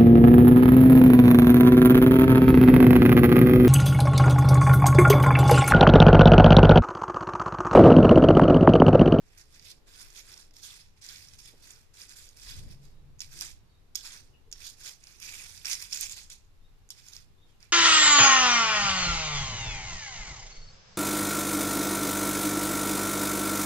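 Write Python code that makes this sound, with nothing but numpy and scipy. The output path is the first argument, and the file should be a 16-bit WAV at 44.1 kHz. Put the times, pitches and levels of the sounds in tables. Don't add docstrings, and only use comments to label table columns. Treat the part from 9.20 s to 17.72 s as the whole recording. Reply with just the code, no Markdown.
import sys
import numpy as np
from scipy import signal
from scipy.fft import rfft, irfft, next_fast_len
from scipy.io import wavfile
from scipy.ndimage import map_coordinates

SR = 44100
rng = np.random.default_rng(int(sys.argv[2]) if len(sys.argv) > 2 else 0)


def file_out(sig):
    cols = np.atleast_2d(sig).T
    lim = np.clip(cols, -1, 1)
    pcm = np.round(lim * 32767).astype(np.int16)
    wavfile.write(sys.argv[1], SR, pcm)


def magnitude_from_level(level_db):
    exponent = np.asarray(level_db, float) / 20
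    return 10 ** exponent


N = 375820

# hz, relative_db_per_hz
BUFFET_SPECTRUM = [(7.1, -33), (12, 9), (29, -3.5), (41, -3.5), (52, -21), (70, -12.5), (91, -41),
                   (150, -120)]
# hz, relative_db_per_hz
TRAFFIC_SPECTRUM = [(29, -38.5), (50, -1), (96, 3), (167, -7.5), (280, -18), (360, -44), (620, -120)]
# hz, relative_db_per_hz
WASH_SPECTRUM = [(130, -19), (220, -4), (414, -2), (480, -4.5), (1200, -19), (1560, -41), (2640, -120)]
# hz, relative_db_per_hz
AIR_SPECTRUM = [(470, -18), (800, -1.5), (893, -3), (2570, -7.5), (2900, -6.5), (3240, -8.5), (3710, -7.5),
                (9300, -17), (13800, -17), (15000, -57)]
# hz, likeness_0_to_1
LIKENESS = [(30, 0.6), (125, 0.66), (250, 0.52), (500, 0.23), (1500, 0.018)]
# time_s, over_calm_db
GUST = [(0.0, 0), (1.5, 0.5), (2.3, 2.5), (3.2, -1.5), (3.38, 15), (3.5, 15), (3.61, 6), (3.82, 9),
        (4.1, 4.5), (4.5, 1.5), (5.0, 3), (6.2, 1), (6.7, 2), (8.5, 0)]
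# time_s, level_db
WASH_LEVEL = [(0.0, -72), (1.1, -69.5), (1.6, -75.5), (2.4, -71.5), (3.25, -72), (3.45, -59), (3.62, -67),
              (4.0, -73.5), (5.1, -70.5), (6.0, -74.5), (7.3, -73.5), (8.5, -74)]
# start_s, length_s, start_hz, end_hz, level_db
BIRD_NOTES = [(3.706, 0.096, 3840, 3750, -85), (4.44, 0.09, 4480, 4530, -84), (4.48, 0.11, 3870, 3740, -82),
              (5.11, 0.078, 2860, 2800, -78), (7.399, 0.081, 3620, 3780, -83),
              (8.165, 0.075, 3420, 3670, -78), (8.202, 0.076, 3700, 3570, -80),
              (8.247, 0.092, 3400, 3120, -81), (8.28, .05, 3550, 3680, -87), (8.294, .1, 2980, 2750, -84)]
# hz, t60_s
YARD_DECAY = [(800, 0.15), (5000, 0.27), (14000, 0.038)]
# start_s, centre_hz, width_hz, level_db, rise_s, t60_s
BUMPS = [(2.332, 334, 280, -51, 0.0044, 0.059), (3.385, 129, 110, -51, 0.0067, 0.18),
         (4.13, 298, 130, -52, 0.058, 0.47), (5.261, 430, 60, -61, 0.027, 0.32)]
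# start_s, level_db
SNAPS = [(3.1712, -44), (3.9924, -61), (4.0055, -57), (4.116, -56), (4.2103, -24), (4.756, -24.5),
         (4.761, -28), (5.325, -49), (6.002, -39), (6.4552, -42), (6.5146, -39), (6.5304, -29),
         (6.625, -28), (6.8107, -17), (7.7014, -59), (7.705, -35)]
# time_s, left_over_right_db
PAN = [(0.0, -10), (.6, -11), (3.6, -10), (3.9, -11.5), (4.5, -10.5), (4.75, -13), (5.58, -11),
       (6.38, -13.5), (7.3, -8), (8.2, -14)]
# hz, share
SHADOW = [(900, 0.022), (1500, 0.045), (2500, 0.66), (5500, 0.69), (9000, 0.55), (13000, 1)]
# hz, base_width_hz, relative_db
SHELL_MODES = [(766, 780, -15), (1110, 980, -8), (1540, 630, -4), (2000, 1020, -0.5), (2500, 860, 1)]
# hz, base_width_hz, relative_db
WHEEL_MODES = [(3400, 1100, -3.5), (4390, 1460, -2), (4915, 600, -4), (5410, 480, -4), (5930, 670, -4.5),
               (6500, 520, -5), (7020, 460, -6.5), (7580, 780, -6.5)]
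# hz, base_width_hz, relative_db
EDGE_MODES = [(8400, 2800, 4), (9110, 2500, 1.5), (10320, 1500, -3.5), (11540, 1000, -6.5),
              (12620, 1500, -5.5), (13800, 1600, -6.5)]
# peak_s, wheel_level_db, rise_s, fall_s, shell_over_wheels_db
SURGES = [(.15, -68, 0.26, 0.065, -2), (0.179, -55.5, 0.011, 0.095, -7), (.358, -60, 0.11, 0.12, -6.5),
          (.455, -57, 0.074, 0.13, -11), (.515, -53.5, 0.1, 0.025, -10.5), (.675, -63.5, 0.013, 0.24, -5),
          (.81, -52.5, 0.14, 0.17, -6.5), (.988, -49, 0.076, 0.057, -7.5), (1.125, -54.5, 0.16, 0.09, -6),
          (1.21, -57.5, 0.13, 0.085, -6.5), (1.34, -61.5, .015, 0.034, -16),
          (1.368, -58.5, 0.026, 0.28, -14), (1.439, -45.5, 0.02, 0.15, -16), (1.515, -55, 0.1, 0.17, -5.5),
          (1.605, -55.5, 0.036, 0.039, -7.5), (1.781, -69.5, 0.038, 0.06, -5),
          (1.817, -52.5, 0.0064, 0.14, -12.5), (1.901, -49, 0.078, 0.28, -9),
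          (2.145, -59.5, 0.044, 0.032, -7), (2.19, -53.5, 0.011, 0.073, -11),
          (2.258, -55, 0.052, 0.12, -10), (2.478, -55.5, 0.13, 0.21, -7), (2.75, -64, 0.019, 0.18, -18),
          (2.834, -50.5, 0.14, 0.05, -7.5), (2.9, -51.5, 0.037, 0.1, -9.5),
          (2.97, -50.5, 0.02, 0.22, -10.5), (3.18, -65, .015, 0.13, -16), (3.22, -54, 0.046, 0.29, -13),
          (3.3, -49.5, 0.2, 0.17, -6), (3.39, -55.5, 0.2, 0.061, -8), (3.526, -61.5, 0.18, 0.068, -7),
          (3.64, -64, 0.05, 0.12, -8.5), (4.011, -49, 0.016, 0.094, -10), (4.12, -53.5, 0.0092, 0.16, -6.5),
          (4.17, -50.5, 0.086, 0.13, -9.5), (4.219, -40.5, 0.027, 0.081, -8.5),
          (4.258, -45, 0.099, 0.089, -12.5), (4.765, -48, 0.025, 0.12, -16),
          (4.855, -46, 0.049, 0.18, -10.5), (4.94, -52.5, 0.13, 0.08, -5.5), (5.333, -63, 0.017, 0.18, -6),
          (5.41, -54.5, 0.029, 0.11, -0.5), (5.471, -44.5, 0.11, 0.07, -16),
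          (5.668, -41.5, 0.088, 0.083, -9.5), (5.875, -59, 0.074, 0.15, -4.5), (5.98, -66, 0.31, .03, -12),
          (6.023, -48.5, 0.013, 0.39, -9.5), (6.12, -49.5, 0.14, 0.37, -3.5), (6.35, -53, 0.58, 0.17, -14),
          (6.451, -44.5, 0.013, 0.16, -2), (6.535, -35.5, 0.12, 0.045, -11.5),
          (6.62, -42.5, 0.072, 0.081, -9.5), (6.733, -39.5, 0.04, 0.14, -13.5),
          (6.77, -43, 0.07, 0.038, -8.5), (6.821, -35, 0.035, 0.074, -12), (6.914, -41.5, 0.061, 0.06, -14),
          (6.97, -45.5, 0.011, 0.091, -8), (6.998, -48.5, 0.074, 0.086, -26),
          (7.124, -47, 0.068, 0.037, -15), (7.145, -62, .02, 0.13, -13), (7.71, -50.5, .011, 0.036, -26),
          (7.796, -57.5, 0.091, 0.021, -9), (7.96, -54, 0.27, 0.095, -9), (8.29, -76.5, 0.049, 0.16, -5),
          (8.433, -66, 0.073, 0.11, 0)]
SET_DOWN_S = [0.0, .66, 1.335, 1.81, 2.736, 3.165, 3.993, 4.748, 5.315, 6.447, 7.098, 7.7, 8.4]
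# time_s, relative_db
EDGE_LEVEL = [(0.0, -4.5), (.6, -3.5), (1.7, -6), (2.2, -4), (3.3, -5.5), (4.1, -5), (4.8, -7), (5.3, -7),
              (5.8, -5.5), (6.2, -4.5), (6.7, -5), (7.2, -8.5), (8.0, -6)]
# time_s, favoured_wheel_hz, favoured_shell_hz
TILT = [(.2, 5500, 1770), (.45, 5100, 2180), (.8, 5100, 1602), (.98, 5900, 1840), (1.13, 5260, 1670),
        (1.5, 5430, 1800), (1.9, 5330, 2020), (2.2, 5430, 2200), (2.5, 5950, 1770), (2.9, 6200, 1850),
        (3.3, 5290, 1790), (4.03, 5490, 2200), (4.25, 6050, 1900), (4.86, 5500, 1670), (5.45, 5600, 1840),
        (5.67, 6100, 1860), (5.9, 5900, 1920), (6.12, 5900, 2540), (6.3, 6030, 1800), (6.47, 5560, 2240),
        (6.53, 6060, 2170), (6.62, 6000, 1965), (6.73, 5750, 2280), (6.76, 7100, 2160), (6.83, 6220, 2340),
        (6.92, 7200, 2305), (6.99, 5930, 2000), (7.12, 6900, 2200), (7.85, 5380, 1840)]
# start_s, level_db, pitch_hz
KNOCKS = [(.1785, -43.5, 5740), (.2135, -44.5, 5500), (.3477, -46, 5500), (.396, -43, 4480),
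          (.446, -50, 5500), (.5153, -39, 5940), (.738, -49, 5000), (.7578, -51, 5000), (.807, -45, 6000),
          (.821, -39, 6900), (.9028, -40, 6120), (.9642, -36, 6600), (.978, -42, 6300), (.986, -45, 6000),
          (.992, -41, 6500), (1.108, -45, 5400), (1.118, -43, 5400), (1.141, -39, 5300),
          (1.1772, -38, 5700), (1.309, -50, 4880), (1.3398, -49, 6350), (1.3665, -42, 5400),
          (1.4302, -39, 5250), (1.816, -50, 6000), (1.8285, -45, 6760), (1.864, -35, 6790),
          (1.8893, -31, 4650), (2.0862, -38.5, 5260), (2.1356, -42, 5300), (2.1897, -40.5, 5160),
          (2.245, -43, 6500), (2.253, -51, 5630), (2.4734, -41, 7000), (2.5062, -34.5, 7100),
          (2.7417, -46, 6530), (2.817, -35, 4710), (2.8938, -35.5, 7140), (2.9682, -47, 6420),
          (3.0898, -37.5, 5800), (3.172, -43.5, 5300), (3.1977, -44, 5300), (3.2181, -43, 5000),
          (3.392, -48, 5000), (3.523, -53, 5500), (3.9868, -54, 6170), (3.9935, -38, 6160),
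          (4.0052, -25, 5830), (4.0097, -45, 7000), (4.0145, -38, 4800), (4.0178, -32, 4800),
          (4.19, -31, 5720), (4.2103, -22.5, 5170), (4.7488, -40, 6630), (4.7549, -22, 5900),
          (4.7558, -17, 6800), (4.7606, -28, 5000), (5.3153, -34, 6900), (5.3265, -24.5, 6000),
          (5.3356, -41, 5600), (5.4035, -51, 5590), (5.648, -38, 6000), (5.668, -33, 6300),
          (5.839, -39, 5900), (5.8702, -41, 5350), (5.9161, -47.5, 5140), (5.96, -47, 5250),
          (6.0008, -40, 5770), (6.0135, -47, 5000), (6.0258, -49, 6200), (6.1238, -35, 7100),
          (6.2314, -44, 6180), (6.3775, -40, 5570), (6.4557, -23, 5370), (6.449, -35, 5460),
          (6.469, -27, 5600), (6.4965, -30, 6260), (6.5136, -18.5, 5530), (6.5165, -23, 6000),
          (6.521, -23, 6500), (6.5311, -15, 6300), (6.5394, -26.5, 6440), (6.5528, -28, 5530),
          (6.6242, -26, 5800), (6.7132, -40, 5450), (6.7277, -23, 5400), (6.7317, -21, 5440),
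          (6.746, -22, 7000), (6.76, -27, 7000), (6.773, -25, 6700), (6.8105, -30, 7140),
          (6.8255, -34, 6000), (6.8958, -28, 6800), (6.922, -24, 7200), (6.9686, -37, 5460),
          (7.031, -50, 7400), (7.1014, -33, 7460), (7.6903, -42, 6900), (7.7043, -27, 5840),
          (7.7072, -37, 6500), (7.841, -48, 5500), (7.865, -45, 6500), (7.885, -34.5, 5800),
          (7.9348, -36, 4700), (7.9655, -33, 5260), (8.4048, -51.5, 5000), (8.4277, -44, 5260)]
# hz, gain_db
LOW_PASS = [(13900, -1), (14250, -9), (14400, -28), (16000, -38)]
# hz, gain_db
LEFT_PORT = [(1600, 0.5), (2200, 1), (3000, 2), (4500, 1), (6500, -1), (7600, -0.5), (8700, 3.5),
             (9400, -0.5), (10400, -5), (11600, 0.5), (13500, 0.5)]
# hz, gain_db
RIGHT_PORT = [(2600, 0), (3100, -3), (3500, 0), (7500, 2), (8300, -6.5), (9400, 0.5), (11000, 1.5),
              (13200, 0.5)]

BUFFET_DB, TRAFFIC_DB, AIR_DB = -59, -66.5, -71.5
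HUM_PEAK_S, HUM_DB, HUM_RISE_S, HUM_FALL_S = 3.4, -57, 0.12, 1.31
SWELL_POWER = 1.253
SNAP_T60_S, SNAP_LOW_HZ = 0.0055, 7540
TICKS_PER_S, TICK_LEAST_DB, TICK_BASE_HZ = 70, -5, 5900
KNOCK_SHELL_DB, KNOCK_EDGE_DB = -12, -9
SHELL_LAG, KNOCK_EDGE_LAG = 0.6, 0.09
EDGE_LAG, GRUMBLE_LAG = 0.012, 0.35
GRUMBLE_DB = -17
FOCUS_DB_PER_OCT, FOCUS_MOST_DB = 11.5, 11.5
KNOCK_DAMP, ROLL_DAMP = 1.35, 0.85


def unit(x):
    return x / np.sqrt(np.mean(x ** 2) + 1e-20)


def along(points, hz):
    f, v = np.transpose(points)
    return np.interp(np.log(hz + 1), np.log(f + 1), v)


def curves(rows):
    s, *cols = np.transpose(rows)
    return [np.interp(np.arange(N) / SR, s, c) for c in cols]


def wobble(knots_per_s):
    knots = rng.standard_normal(int(N * knots_per_s / SR) + 4)
    return map_coordinates(knots, [np.arange(N) * knots_per_s / SR])


def swell(t_s, peak_s, level_db, rise_s, fall_s):
    before = (peak_s - t_s) / np.abs(rise_s)
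    after = (t_s - peak_s) / np.abs(fall_s)
    return level_db - 20 * np.where(t_s < peak_s, before, after) ** SWELL_POWER


def ring(x, hz, width_hz):
    r = np.exp(-np.pi * width_hz / SR)
    return signal.lfilter([1, 0, -1], [1, -2 * r * np.cos(2 * np.pi * hz / SR), r * r], x)


def mode(x, hz, width_hz):
    return ring(ring(x, hz, width_hz), hz, width_hz) * np.e * np.pi * width_hz / (2 * SR)


def rush(spectrum):
    size = next_fast_len(N)
    hz = np.fft.rfftfreq(size, 1 / SR)
    turn = np.arccos(np.clip(along(LIKENESS, hz), -1, 1)) / 2
    z = rfft(rng.standard_normal((2, size))) * magnitude_from_level(along(spectrum, hz))
    mid, side = irfft(z * [np.cos(turn), np.sin(turn)], size)[:, :N]
    return unit(np.array([mid + side, mid - side]))


def outdoors():
    gust_db, = curves(GUST)
    wash_db, = curves(WASH_LEVEL)
    buffet = magnitude_from_level(BUFFET_DB + gust_db + 1.95 * wobble(3.98)) * rush(BUFFET_SPECTRUM)
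    traffic = magnitude_from_level(TRAFFIC_DB + gust_db + 1.5 * wobble(4.005)) * rush(TRAFFIC_SPECTRUM)
    wash = magnitude_from_level(wash_db + 1.14 * wobble(4.5)) * rush(WASH_SPECTRUM)
    air = magnitude_from_level(AIR_DB + 0.38 * wobble(4)) * magnitude_from_level([[-1.2], [1.2]]) * rush(AIR_SPECTRUM)
    return buffet + traffic + wash + air


def hum():
    level_db = swell(np.arange(N) / SR, HUM_PEAK_S, HUM_DB, HUM_RISE_S, HUM_FALL_S)
    note = ring(ring(rng.standard_normal(N), hz=140.5, width_hz=36), hz=140.5, width_hz=36)
    return magnitude_from_level(level_db) * unit(note)


def bird():
    x = np.zeros(N + SR)
    waver_hz = 95 * wobble(150)
    for start_s, length_s, start_hz, end_hz, level_db in BIRD_NOTES:
        start = round(start_s * SR)
        u = np.arange(round(length_s * SR)) / (length_s * SR)
        pitch_hz = start_hz + (end_hz - start_hz) * u + waver_hz[start:][:len(u)]
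        whistle = np.sin(2 * np.pi * np.cumsum(pitch_hz) / SR)
        x[start:][:len(u)] += magnitude_from_level(level_db) * np.sin(np.pi * u) * whistle
    return x[:N] * magnitude_from_level(3.4 * wobble(100))


def yard(x):
    hz, t_s, z = signal.stft(rng.standard_normal((2, SR // 4)), SR, nperseg=256)
    decay = magnitude_from_level(-60 * t_s / along(YARD_DECAY, hz)[:, None])
    tail = signal.istft(z * decay, SR, nperseg=256)[1]
    return signal.fftconvolve(x, tail / np.linalg.norm(tail[0]), axes=1)[:, :N]


def bumps():
    x, t_s = np.zeros(N), np.arange(SR // 3) / SR
    for start_s, hz, width_hz, level_db, rise_s, t60_s in BUMPS:
        puff = unit(ring(ring(rng.standard_normal(len(t_s)), hz, width_hz), hz, width_hz))
        envelope = magnitude_from_level(level_db - 60 * t_s / t60_s) * (1 - np.exp(-t_s / rise_s))
        x[round(start_s * SR):][:len(t_s)] += envelope * puff
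    return x


def snaps():
    x, t_s = np.zeros((2, N)), np.arange(SR // 50) / SR
    pan_db, = curves(PAN)
    for start_s, level_db in SNAPS:
        start = round(start_s * SR)
        crack = magnitude_from_level(level_db - 60 * t_s / SNAP_T60_S) * rng.standard_normal((2, len(t_s)))
        x[:, start:][:, :len(t_s)] += crack * magnitude_from_level([[.5], [-.5]] * pan_db[[start]])
    return signal.sosfilt(signal.butter(2, SNAP_LOW_HZ, "high", fs=SR, output="sos"), x)


def rolling():
    t_s = np.arange(0, N, 32) / SR
    peak_s, level_db, rise_s, fall_s, shell_db = np.transpose(SURGES)[:, :, None]
    touch_s = np.array(SET_DOWN_S)[np.searchsorted(SET_DOWN_S, peak_s) - 1]
    power = magnitude_from_level(2 * swell(t_s, peak_s, level_db, rise_s, fall_s)) * (t_s >= touch_s)
    sums = [power.sum(axis=0), (power * magnitude_from_level(2 * shell_db)).sum(axis=0)]
    return [np.interp(np.arange(N) / SR, t_s, 10 * np.log10(p + 1e-13)) for p in sums]


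def grit(per_s, spread_db, clump_db):
    hit = rng.random(N) < per_s / SR
    size_db = spread_db * np.minimum(rng.exponential(1, N), 4.5)
    return hit * magnitude_from_level(size_db + clump_db * wobble(40) + clump_db * wobble(200))


def ticks(rattle_db):
    luck = rng.random((900, 4))
    luck = luck[luck[:, 3] < TICKS_PER_S * N / SR / len(luck)]
    start_s = luck[:, 0] * (N - 1) / SR
    level_db = rattle_db[(start_s * SR).astype(int)] + TICK_LEAST_DB + 8 * luck[:, 1]
    pitch_hz = TICK_BASE_HZ * 2 ** (0.64 * luck[:, 2] - .35)
    return np.transpose([start_s, level_db, pitch_hz])


def jolt(start_s, level_db, spread_s):
    lag_s = np.cumsum(rng.exponential(1, (len(start_s), 4)), axis=1) * spread_s * [0, 1, 1, 1]
    at = np.clip(((start_s[:, None] + lag_s) * SR).astype(int), 0, N - 1)
    return at, level_db[:, None] - [0, 9, 12, 16]


def part(modes, taps, roll_db, pan_db, at, knock_db, knock_hz, alike, face_hz=None):
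    rolled, knocked = np.zeros((2, 2, N))
    side = np.array([[.5], [-.5]])
    for hz, width_hz, level_db in modes:
        shared = alike * rng.standard_normal(N)
        luck = shared + np.sqrt(1 - alike ** 2) * rng.standard_normal((2, N))
        favour = magnitude_from_level(2.45 * wobble(120) + 1.76 * wobble(14))
        if face_hz is not None:
            away_db = FOCUS_DB_PER_OCT * np.abs(np.log2(hz / face_hz))
            favour *= magnitude_from_level(-np.minimum(away_db, FOCUS_MOST_DB))
        gain = magnitude_from_level(level_db) * magnitude_from_level(along(SHADOW, hz) * side * pan_db)
        rolled += gain * unit(mode(taps * luck * favour, hz, ROLL_DAMP * width_hz))
        near_db = -np.minimum(22 * np.abs(np.log2(hz / knock_hz)), 9)
        size = magnitude_from_level(knock_db + near_db[:, None] + rng.normal(0, 1.0, at.shape))
        blows = np.zeros((2, N))
        blows[:, at] = size * magnitude_from_level(rng.normal(0, 1.8, (2,) + at.shape))
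        knocked += gain * mode(blows, hz, KNOCK_DAMP * width_hz)
    return magnitude_from_level(roll_db) * rolled / np.linalg.norm(magnitude_from_level(np.array(modes)[:, 2])) + knocked


def grumble(shell_db):
    lag_db = GRUMBLE_LAG * np.maximum(shell_db + 56, 0)
    return magnitude_from_level(shell_db + GRUMBLE_DB - lag_db) * rush(WASH_SPECTRUM)


def car():
    rattle_db, shell_db = rolling()
    edge_db = rattle_db + curves(EDGE_LEVEL)[0] - EDGE_LAG * (rattle_db + 44.0)
    pan_db, = curves(PAN)
    wheel_hz, shell_hz = curves(TILT)
    start_s, level_db, knock_hz = np.transpose(np.concatenate([KNOCKS, ticks(rattle_db)]))
    taps = grit(per_s=4000, spread_db=1.7, clump_db=.9)
    at, blow_db = jolt(start_s, level_db + 1.6, spread_s=0.0008)
    shell_blow_db = blow_db + KNOCK_SHELL_DB - SHELL_LAG * (level_db[:, None] + 40.0)
    edge_blow_db = blow_db + KNOCK_EDGE_DB - KNOCK_EDGE_LAG * (level_db[:, None] + 28.0)
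    x = part(SHELL_MODES, taps, shell_db + 2.0, pan_db, at, shell_blow_db, knock_hz,
             alike=0.69, face_hz=shell_hz)
    x += part(WHEEL_MODES, taps, rattle_db, pan_db, at, blow_db, knock_hz,
              alike=0.32, face_hz=wheel_hz)
    x += part(EDGE_MODES, taps, edge_db + 0.5, pan_db, at, edge_blow_db, knock_hz, alike=0.26)
    x += grumble(shell_db)
    x[1] = np.pad(x[1], (6, 0))[:N]
    return x


def scene():
    far = bird() * magnitude_from_level([[-1.5], [1.5]])
    toy = car() + snaps()
    near = toy + magnitude_from_level(-14) * yard(toy)
    return near + far + magnitude_from_level(6.0) * yard(far) + bumps() + hum() + outdoors()


def low_pass(x):
    return signal.sosfilt(signal.butter(12, 15610, fs=SR, output="sos"), x)


def record(dry):
    size = next_fast_len(N)
    hz = np.fft.rfftfreq(size, 1 / SR)
    port_db = np.array([along(LEFT_PORT, hz), along(RIGHT_PORT, hz)])
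    low_pass_db = along(LOW_PASS, hz)
    mix = irfft(rfft(dry, size) * magnitude_from_level(port_db + low_pass_db), size)[:, :N]
    return low_pass(mix)


dry = scene()
out = record(dry)
file_out(out)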